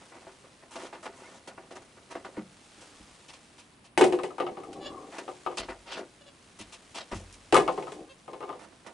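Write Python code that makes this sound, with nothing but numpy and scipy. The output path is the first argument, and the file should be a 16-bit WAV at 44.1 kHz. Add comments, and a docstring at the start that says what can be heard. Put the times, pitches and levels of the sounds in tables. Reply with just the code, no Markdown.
"""Cookies tossed on a deck at night

A hand rummages in a box of hard cookies and twice tosses a handful onto a wooden deck, where they
clatter, bounce, roll and topple. Impacts excite the decaying modes of boards, cookies and box; friction
of fingers, cloth and claws makes grainy noise. Soft bumps sound in bench and joists, and feeding
raccoons squeak faintly over the steady noise of the night."""
import sys
import numpy as np
from scipy import signal
from scipy.fft import rfft, irfft, next_fast_len
from scipy.io import wavfile
from scipy.ndimage import uniform_filter1d

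SR = 44100
rng = np.random.default_rng(int(sys.argv[2]) if len(sys.argv) > 2 else 0)


def to_wav(sig):
    """Store sig (one row per channel, or 1-D mono) as 16-bit WAV at the path in sys.argv[1].

    Samples outside -1..1 are clipped; the rate is SR.
    """
    pcm = np.clip(np.atleast_2d(sig), -1, 1) * 32767
    pcm = np.round(pcm).astype(np.int16)
    wavfile.write(sys.argv[1], SR, pcm.T)  # frames by channels


N = 393813

# Fingers rubbing in the box, a shoe or cuff scuffing.
# Each row: start in seconds, length in seconds, strength in dB, grit from 0 to 1.
RUBS = [(0.115, 0.062, -52.5, 0), (0.267, 0.0063, -50.5, 0), (0.706, 0.044, -53, 0.87),
        (0.756, 0.0075, -40.5, 0.64), (0.777, 0.091, -46, .65), (.925, .025, -44, .3),
        (1.027, 0.016, -48.5, 0.7), (1.052, 0.013, -41.5, 0.55), (1.137, 0.24, -56, 0.72),
        (1.473, 0.0092, -44.5, 0.76), (1.576, 0.0038, -49.5, 0.04), (1.706, .018, -49, 0.6),
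        (1.752, 0.019, -49.5, 0.7), (2.104, 0.027, -46.5, 0.66), (2.153, 0.0023, -41, 0.34),
        (2.246, .01, -42, .4), (2.368, 0.0082, -43.5, 0.1), (2.81, 0.016, -54, 0.86),
        (5.114, 0.06, -47.5, 0.58), (5.181, 0.0089, -38, 0.58), (5.682, 0.026, -40.5, .3),
        (5.968, .03, -41, .4), (7.113, 0.02, -39, 0.48), (7.14, .035, -52.5, 1), (7.198, 0.0033, -55.5, 1),
        (8.586, 0.066, -53.5, 0.6), (8.862, 0.014, -45, 0.59)]
# Coherence of near sounds and of the deck's ring. Each row: frequency in Hz, left-right likeness to 1.
NEAR_LIKENESS = [(50, .99), (400, 1), (800, 0.95), (1500, 0.83), (4000, 0.81), (10000, 0.73)]
DECK_LIKENESS = [(100, 0.99), (400, 1), (800, 0.61), (3000, 0.71), (10000, 0.76)]


def from_db(db):
    return 10 ** (np.asarray(db) / 20)


def rms_one(x):
    return x / np.sqrt(np.mean(x ** 2) + 1e-20)


def at_hz(points, hz):
    """Interpolates a table on a logarithmic frequency axis."""
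    f, value = np.transpose(points)
    return np.interp(np.log(hz + 1), np.log(f), value)


def level_curve(rows):
    """Gain through rows of time in seconds and level in dB, silent outside them."""
    s, db = np.transpose(rows)
    return np.interp(np.arange(N) / SR, s, from_db(db), left=0, right=0)


def pan(left_db):
    """A level difference between the ears sets direction."""
    return from_db(np.array([[left_db], [-left_db]]) / 2)


def add(out, s, sound):
    """Superposes a sound from s seconds on."""
    start = max(round(s * SR), 0)
    out[..., start:start + sound.shape[-1]] += sound[..., :max(N - start, 0)]


def frequencies():
    return np.arange(next_fast_len(N, True) // 2 + 1) * SR / next_fast_len(N, True)


def band(spectrum, low_hz, high_hz):
    """Gain of a spectrum through a steep band-pass."""
    f = frequencies() + 1
    return from_db(at_hz(spectrum, f)) / np.sqrt((1 + (low_hz / f) ** 16) * (1 + (f / high_hz) ** 16))


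def resonances(peaks):
    """Each resonance gives a bell-shaped peak of gain."""
    return sum(from_db(db) / (1 + ((frequencies() - hz) / width) ** 2) for hz, width, db in peaks)


def reflections(strength):
    """Comb filtering: six early reflections interfere with the direct sound."""
    delays_s = rng.uniform(0.001047, .012, 6)
    f = np.arange(0, SR // 2, 4)
    ripple = np.abs(1 + strength * np.exp(-2j * np.pi * np.outer(f, delays_s)).sum(axis=1))
    return np.interp(frequencies(), f, ripple)


def texture(gain, likeness, grain_db=0, grains_per_s=900):
    """Source and filter: tiny random contacts pass through a body, giving stereo noise of rms 1."""
    size = next_fast_len(N, True)
    strength = from_db(grain_db * np.clip(rng.standard_normal(size), -2.5, 2.5))
    grain = (np.arange(size) * grains_per_s / SR).astype(int)
    source = rng.standard_normal((2, size)) * strength[grain]
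    mid, side = rfft(source.astype(np.float32)) * gain
    alike = np.clip(at_hz(likeness, frequencies()), 0, .995)
    mid, side = mid * np.sqrt(1 + alike), side * np.sqrt(1 - alike)
    return rms_one(irfft(np.array([mid + side, mid - side], np.complex64), size)[:, :N])


def blows(times, levels_db, t60, snap=0, snap_s=0.0013):
    """Incoherent blows add in power: the envelope of their decays, with an optional direct snap."""
    t, power = np.arange(SR // 2) / SR, np.zeros(N)
    shape = from_db(-60 * t / t60) ** 2 + snap * np.exp(-t / snap_s)
    for s, db in zip(times, levels_db):
        add(power, s, from_db(db) ** 2 * shape)
    return np.sqrt(power)


def strokes(timing, levels_db, attack, t60):
    """Friction envelope: a stroke swells for the fraction attack of its length, holds, then decays."""
    t, power = np.arange(SR // 2) / SR, np.zeros(N)
    for (s, length), db in zip(timing, levels_db):
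        swell = np.minimum(t / (attack * length), 1)
        decay_db = 60 * np.maximum(t - length, 0) / t60
        add(power, s, (swell * from_db(db - decay_db)) ** 2)
    return np.sqrt(power)


def struck(times, levels_db, modes, uneven_db, spread, rise_s=0.00043):
    """Blows excite damped modes unevenly; left and right differ in phase by about spread radians."""
    hz, mode_db, t60 = np.transpose(modes)[:, :, None]
    t, out = np.arange(SR * 2 // 3) / SR, np.zeros((2, N))
    share = from_db(mode_db) / np.sqrt(np.sum(from_db(mode_db) ** 2) / 2)
    rings = share * from_db(-60 * t / t60) * np.exp(2j * np.pi * hz * t) * (1 - np.exp(-t / rise_s))
    for s, db in zip(times, levels_db):
        strength, place, step = rng.standard_normal((3, len(modes)))
        phase = np.pi * place + spread * step * np.array([[.5], [-.5]])
        weight = from_db(db + uneven_db * strength) * np.exp(1j * phase)
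        add(out, s, (weight @ rings).imag)
    return out


def surroundings(x, wet_db, t60):
    """Reverberation: house wall, railings and trees send back a short, dull scatter."""
    t = np.arange(SR * 2 // 3) / SR
    scatter = rng.standard_normal((2, len(t))) * from_db(-60 * t / t60) * (t > .006)
    scatter /= np.sqrt(np.sum(scatter ** 2) / 2)
    scatter = signal.sosfilt(signal.butter(1, 5000, fs=SR, output="sos"), scatter)
    return x + from_db(wet_db) * signal.fftconvolve(np.atleast_2d(x), scatter, axes=1)[:, :N]


def night():
    """Stationary background noise, strongest in the bass."""
    # Each row: frequency in Hz, relative spectral level in dB.
    spectrum = [(15, -47), (25, -9.5), (93, 1), (151, 0.5), (279, 1.5), (454, -5.5), (1110, -7.5),
                (1480, -11.5), (2800, -13), (7250, -25.5), (8900, -18.5), (10600, -19.5), (11500, -65),
                (15000, -63), (22000, -120)]
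    # Each row: frequency in Hz, left-right likeness.
    likeness = [(60, 0.94), (170, 1), (500, 0.59), (1420, 0.076), (4090, 0.25), (11700, 0.8)]
    return from_db(-59.5) * texture(band(spectrum, 20, 14500), likeness)


def brushes(per_s=8, mean_s=0.021, max_grit=0.64):
    """Light, dull friction at random moments of rummaging, as rows like those of RUBS."""
    # The hand is in the box. Each row: start and end in seconds.
    rummaging = [(0, 2.3), (8.551, 8.9)]
    rows = []
    for start, end in rummaging:
        for s in np.arange(start, end, 1 / per_s):
            late, length, grit = rng.random(3)
            db = -56 - 3.5 * rng.random()
            rows.append((s + late / per_s, mean_s * (.5 + length), db, max_grit * grit))
    return rows


def voiced(rows, voice):
    """Roughness shifts friction toward the treble: gives starts, lengths and each band's levels."""
    s, length, db, grit = np.transpose(rows)
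    return np.array([s, length] + [db + smooth_db + grit_db * grit for smooth_db, grit_db in voice])


def rustling():
    """Stick-slip friction of fingers and claws, coloured by the resonances of the hollow box."""
    # Raccoon claws on boards and railing. Each row is laid out as in RUBS.
    scratches = [(3.281, 0.023, -53, 0.44), (3.331, 0.02, -54, 0.46), (3.578, 0.025, -55.5, 0.45),
                 (3.84, 0.026, -60, 0.47), (4.728, 0.0046, -52, 0.56), (5.57, 0.025, -35.5, 0.34),
                 (5.631, 0.0062, -49.5, 0), (5.857, 0.12, -51, 0), (5.912, 0.032, -44, 0.21),
                 (6.587, .032, -48.5, 0.5), (6.721, 0.024, -50, 0.6), (6.942, 0.046, -44, 0.33),
                 (7.003, 0.011, -52, 0), (7.326, .003, -58, 0.9), (7.339, 0.0037, -57, 0.75)]
    # Hollow, scrape, rasp and hiss bands. Each row: gain in dB when smooth, dB added at full grit.
    rub_voice = [(0.5, -3.5), (1.5, -2.5), (-16.5, 15.5), (-30.5, 33.5)]
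    claw_voice = [(-1, -16.5), (3.5, -15.5), (3.5, -4.5), (-14, 23)]
    # Each row: frequency in Hz, half-width in Hz, gain in dB.
    box_peaks = [(534, 10, -20), (760, 90, -3.5), (954, 37, -4), (1355, 5.5, -30), (1920, 120, -5),
                 (2776, 22, 0), (3130, 64, -3)]
    # Each row: frequency in Hz, relative spectral level in dB.
    spectrum = [(71, -46), (120, -26), (193, -4), (278, -8.5), (385, -5), (669, -10), (750, -8.5),
                (1080, -7), (1380, -7.5), (1610, -12.5), (3200, -20.5), (4180, -21.5), (8470, -28.5),
                (10700, -30), (11500, -72), (15000, -80), (22000, -120)]
    # Each row: time in seconds, level of left over right in dB.
    direction = [(0, 0.2), (2.2, -0.4), (5.5, 1), (7, 3), (8.3, -7.5)]
    rubs, claws = voiced(RUBS + brushes(), rub_voice), voiced(scratches, claw_voice)
    s, length, hollow_db, scrape_db, rasp_db, hiss_db = np.hstack([rubs, claws])
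    box = (1 + resonances(box_peaks)) * reflections(strength=0.22)
    side = level_curve(direction + [(N / SR, direction[-1][1])]) ** np.array([[.5], [-.5]])

    def friction(db, band_hz, attack, t60, **grains):
        noise = texture(box * band(spectrum, *band_hz), NEAR_LIKENESS, **grains)
        return strokes(zip(s, length), db, attack, t60) * noise

    hollow = friction(hollow_db, (212, 710), attack=0.36, t60=0.28, grain_db=4.5, grains_per_s=400)
    scrape = friction(scrape_db, (550, 2650), attack=0.17, t60=0.16, grain_db=3, grains_per_s=250)
    rasp = friction(rasp_db, (2380, 5750), attack=0.33, t60=0.12, grain_db=2, grains_per_s=1000)
    hiss = friction(hiss_db, (5420, 10600), attack=0.13, t60=0.087, grain_db=4, grains_per_s=1000)
    return (hollow + scrape) * side + rasp + hiss


def sleeve(silent_below_db=-68.5):
    """Sliding friction: a sleeve hisses softly on a jacket, swelling and fading as the arm moves."""
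    # Each row: time in seconds, relative hiss level in dB.
    hiss_level = [(0.0, -61.5), (0.69, -65.5), (0.92, -63.5), (1.54, -65), (2.51, -63.5), (2.88, -60),
                  (3.83, -67.5), (3.98, -72), (4.15, -63), (4.38, -65), (4.92, -63.5), (5.27, -61),
                  (6.22, -65), (7.24, -61), (7.56, -63), (7.71, -57), (8.06, -65), (8.93, -65.5)]
    # Each row: frequency in Hz, relative spectral level in dB.
    cloth = [(300, 6), (900, 3.0), (2500, 1.5), (5000, -1), (9000, -3), (11500, -15)]
    sliding = np.sqrt(np.maximum(level_curve(hiss_level) ** 2 - from_db(silent_below_db) ** 2, 0))
    hiss = texture(band(cloth, 280, 13400), NEAR_LIKENESS, grain_db=2, grains_per_s=450)
    return from_db(5.5) * sliding * hiss


def box_taps(lag_s=0.00376, loss_db_per_s=150):
    """Cookies caught by the fingers strike the box's modes, hardest after a brief, smooth rub."""
    # Each row: frequency in Hz, relative level in dB, t60 in seconds.
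    box_modes = [(342, 1, 0.15), (380, 5, 0.23), (480, -5, 0.12), (656, 8, 0.1), (770, 2, 0.093),
                 (940, -3, .09), (1106, -7, .07), (1310, -5, .07), (2100, -16, 0.05), (2370, -17, .05)]
    s, length, db, grit = np.transpose(RUBS)
    knock_db = db + 7.5 - 15 * grit - loss_db_per_s * length
    return struck(s + lag_s, knock_db, box_modes, uneven_db=-1.5, spread=.4, rise_s=.0006) * pan(1.5)


def calls(rows, partials):
    """A harmonic series on a gliding pitch; random modulation adds jitter and a little rasp."""
    out = np.zeros(N)
    for s, length, hz, change_hz, db in rows:
        progress = np.linspace(0, 1, int(length * SR))
        wobble = rms_one(uniform_filter1d(rng.standard_normal((2, SR)), size=50))
        jitter, rasp = wobble[:, :len(progress)]
        pitch_hz = (hz + change_hz * progress) * (1 + 0.013 * jitter)
        phase = 2 * np.pi * np.cumsum(pitch_hz) / SR
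        tone = sum(from_db(level) * np.sin(round(k) * phase) for k, level in partials)
        add(out, s, from_db(db) * rms_one(tone * (1 + 0.34 * rasp) * np.sin(np.pi * progress)))
    return out


def raccoons():
    """Harmonic voices: a young raccoon's nearly pure whistle and squeaks rich in overtones."""
    # Each row: start in seconds, length in seconds, pitch in Hz, pitch change in Hz, level in dB.
    whistles = [(1.235, 0.057, 1940, 423, -60)]
    squeaks = [(4.797, 0.12, 577.5, -12.5, -48.5), (4.846, 0.0414, 525, 95, -42.5),
               (6.206, 0.026, 589, -16, -57), (6.254, 0.053, 574, -8, -56), (7.002, 0.022, 642, -3, -44.5),
               (8.086, 0.05, 537, -9, -55)]
    # Each row: harmonic number, relative level in dB.
    whistle_partials = [(1, 0), (2, -22)]
    squeak_partials = [(1, 4.5), (2, -5), (3, -6), (4, -11), (5, 1), (6, -0.5), (7, -4.5), (8, -6.5),
                       (9, -9), (12, -10)]
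    voices = calls(squeaks, squeak_partials) + calls(whistles, whistle_partials)
    return surroundings(voices, wet_db=-6, t60=0.076)


def bumps():
    """Soft contacts, as of a foot, excite only low modes; it takes weight to drive the joists."""
    # Each row: start in seconds, strength in dB, weight behind it from 0 to 1.
    impacts = [(2.377, -29.5, 0), (2.78, -53, .3), (3.0, -52, 0.8), (5.598, -51, 1), (5.68, -53, 0.93),
               (6.604, -43.5, 0.66), (7.126, -42, 1), (7.151, -39, 0.95), (7.55, -34, 0.6)]
    # Each row: frequency in Hz, relative level in dB, t60 in seconds.
    bench_modes = [(138, -21, 0.57), (187, -10, 0.39), (216.5, -1, 0.19), (310, 2, 0.13)]
    joist_modes = [(44.5, -2, 1), (55, -0.5, 0.66), (88.2, -2.5, 0.61), (107.6, -4, .3)]
    s, db, weight = np.transpose(impacts)
    bench = struck(s, db, bench_modes, uneven_db=0.5, spread=0.11)
    joists = struck(s, db - 39 + 39.5 * weight, joist_modes, uneven_db=2.5, spread=0.065)
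    return bench + joists


def contacts(slap_after_s=.009, slap_db=-5, slap_hardness=0.077):
    """A landing is a double impact: the rim taps, then the face slaps down softly."""
    # Each row: start in seconds, strength in dB, hardness from 0 to 1, tilt from 0 (flat) to 1 (on edge).
    impacts = [(3.976, -18.5, 0.89, 0), (4.011, -15, 0.71, 0.12), (4.039, -24, 0.91, 0),
               (4.06, -40, 0, 0.58), (4.124, -27, 0.65, 0.087), (4.189, -34.5, 0.58, 0.71),
               (4.234, -30.5, 0.76, 0.15), (4.305, -43.5, 0, 0.7), (4.382, -37.5, 0.66, 0.89),
               (4.401, -24.5, 0.34, 0.51), (4.466, -30.5, 0.16, 0.43), (4.57, -37.5, 0.23, 0.37),
               (4.601, -53, .5, .8), (4.635, -51, 1, 1), (5.279, -35.5, .3, 0.57), (5.463, -28, 0.04, 0.73),
               (5.512, -39.5, 0.2, 0.6), (7.525, -17, 0.67, 0), (7.543, -19.5, 0.97, 0.99),
               (7.566, -16, 0.73, 0.35), (7.599, -32, .8, .8), (7.678, -23, 0.3, 0.76),
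               (7.777, -30.5, 0, 0.42), (7.825, -38.5, 0.6, 0.12), (7.87, -37.5, .35, 0.82),
               (7.92, -41.5, 0.97, 0.14), (8.279, -39, 0, 0.47), (8.333, -39, 0.45, 0.46),
               (8.406, -39.5, 0, 0.6), (8.427, -36, 0.3, 0.65), (8.477, -43, 0, 0.6),
               (8.492, -34.5, 0.2, 0.59), (8.527, -41, 0.2, 0.63)]
    s, db, hardness, tilt = rim = np.transpose(impacts)
    face = [s + slap_after_s, db + slap_db, hardness * slap_hardness, tilt]
    return np.hstack([rim, face])


def struck_deck(times, levels_db, modes, **strike):
    """The point of impact weights the modes, and each handful lands on its own spot."""
    hz, t60, first_db, second_db = np.transpose(modes)
    second_toss = times > 7
    return sum(struck(times[here], levels_db[here], np.transpose([hz, db, t60]), **strike)
               for here, db in [(~second_toss, first_db), (second_toss, second_db)])


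def landings():
    """Impacts excite distinct modes and a dense, noise-like clatter in both deck and cookie."""
    # The boards' low modes, then those of a cookie's knock on them.
    # Each row: frequency in Hz, t60 in seconds, relative levels in dB at the first and second spot.
    board_modes = [(144.4, 0.29, -25, -18), (180.4, 0.27, -26, -14), (295.5, 0.14, -13.5, -11),
                   (350.6, 0.29, -1, -4.5), (363.8, 0.32, -1.5, -10.5), (401, 0.18, -2, 1),
                   (432.7, 0.19, -6, -1), (497.4, 0.23, 0, -2.5), (536.5, 0.12, -14, -1.5)]
    knock_modes = [(604, 0.12, -4, -15), (766, 0.2, -1, -4), (774, 0.031, 0, 1.5), (880, 0.1, -2, -0.5),
                   (1050, 0.17, -28, -2.5)]
    # The cookie's own ring, then the overtones of cookie on wood.
    # Each row: frequency in Hz, relative level in dB, t60 in seconds.
    cookie_modes = [(1174, -6.5, 0.049), (1206, 5, 0.087), (1278, 1, 0.079)]
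    clack_modes = [(1530, 8, 0.089), (1690, -1.5, 0.22), (1926, -11, 0.32), (2197, 1.5, 0.12),
                   (2185, -1, 0.08), (2410, -28, 0.16), (2600, -0.5, 0.05), (2790, 5, 0.068),
                   (3010, -5.5, 0.063), (3230, -28, 0.084)]
    # Dense ring of deck and railings. Each row: frequency in Hz, relative spectral level in dB.
    spectrum = [(59, -70), (100, -6.5), (221, -14.5), (356, 3), (509, 5), (574, -2.5), (758, 0.5),
                (1020, -8), (1100, -10.5), (1270, -24), (1490, -27), (2810, -28.5), (4520, -43),
                (9810, -43), (11500, -56.5), (15000, -79), (22000, -120)]
    s, db, hardness, tilt = contacts()
    # A flat cookie drives the board, one on edge rings itself; a hard contact adds treble.
    thud_db, knock_db, ring_db = db + 5 - 12 * tilt, db - 1, db - 14.5 + 24 * tilt
    clack_db, crack_db = db - 18 + 11 * hardness, db - 40 + 33 * hardness
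    nearby = reflections(strength=1.0)

    def clatter(levels_db, band_hz, colour=1, grain_db=0, **decay):
        noise = texture(colour * band(spectrum, *band_hz), DECK_LIKENESS, grain_db)
        return blows(s, levels_db, **decay) * noise

    thuds = struck_deck(s, thud_db - 4.5, board_modes, uneven_db=5, spread=0.54, rise_s=0.005)
    thuds += clatter(thud_db - 9, (147.4, 406), t60=0.36)
    knocks = struck_deck(s, knock_db - 4, knock_modes, uneven_db=2, spread=0.33, rise_s=0.00068)
    knocks += clatter(knock_db - 4, (493, 1700), t60=0.23)
    rings = struck(s, ring_db - 2.5, cookie_modes, uneven_db=-2, spread=0.39, rise_s=0.0024)
    rings += clatter(ring_db - 9, (1070, 1550), t60=0.098)
    clacks = clatter(clack_db + 0.5, (1540, 5400), nearby, grain_db=-1, t60=0.15, snap=2.1)
    clacks += struck(s, clack_db - 3, clack_modes, uneven_db=3, spread=0.27, rise_s=0.00045)
    cracks = clatter(crack_db - 3.5, (4300, 12000), np.sqrt(nearby), grain_db=2.5,
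                     t60=0.2, snap=2.2, snap_s=0.0014)
    return thuds * pan(0.9) + knocks * pan(3) + rings * pan(7.3) + (clacks + cracks) * pan(0.94)


def rolling():
    """Rolling noise: a bumpy rim taps many times a second, driving resonances of board and cookie."""
    # One list per cookie. Each row: time in seconds, relative levels in dB of rumble and of ring.
    rolls = [
        [(4.52, -38, -59), (4.536, -61, -71), (4.602, -47, -48), (4.646, -46.5, -55), (4.732, -44, -82),
         (4.764, -42.5, -49), (4.784, -42, -75), (4.964, -41.5, -43.5), (5.12, -50, -66)],
        [(7.95, -48, -68), (8.0, -41, -63), (8.066, -52.5, -73), (8.1, -60, -56)],
    ]
    # Each row: frequency in Hz, half-width in Hz, gain in dB.
    board_peaks = [(313, 29, 0.5), (410, 155, 0.5), (770, 40, -0.5)]
    cookie_peaks = [(1118, 80, 0)]
    rumble = sum(level_curve([(s, db) for s, db, _ in roll]) for roll in rolls)
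    ring = sum(level_curve([(s, db) for s, _, db in roll]) for roll in rolls)
    boards = texture(resonances(board_peaks), NEAR_LIKENESS, grain_db=2.5, grains_per_s=70)
    cookie = texture(resonances(cookie_peaks), DECK_LIKENESS, grain_db=3, grains_per_s=260)
    return from_db(-1.5) * rumble * boards * pan(1.5) + from_db(-5) * ring * cookie * pan(5.6)


def scene():
    """Superposition: the pressures of all sources add."""
    background = night()
    cookies = surroundings(landings(), wet_db=-18.5, t60=0.47) + rolling()
    voices = raccoons()
    return background + rustling() + box_taps() + sleeve() + voices + bumps() + cookies


def record(dry, cutoff_hz=11250):
    """A steep elliptic low-pass removes the highest treble."""
    return signal.sosfilt(signal.ellip(10, .2, 80, cutoff_hz, fs=SR, output="sos"), dry)


dry = scene()
out = record(dry)
to_wav(out)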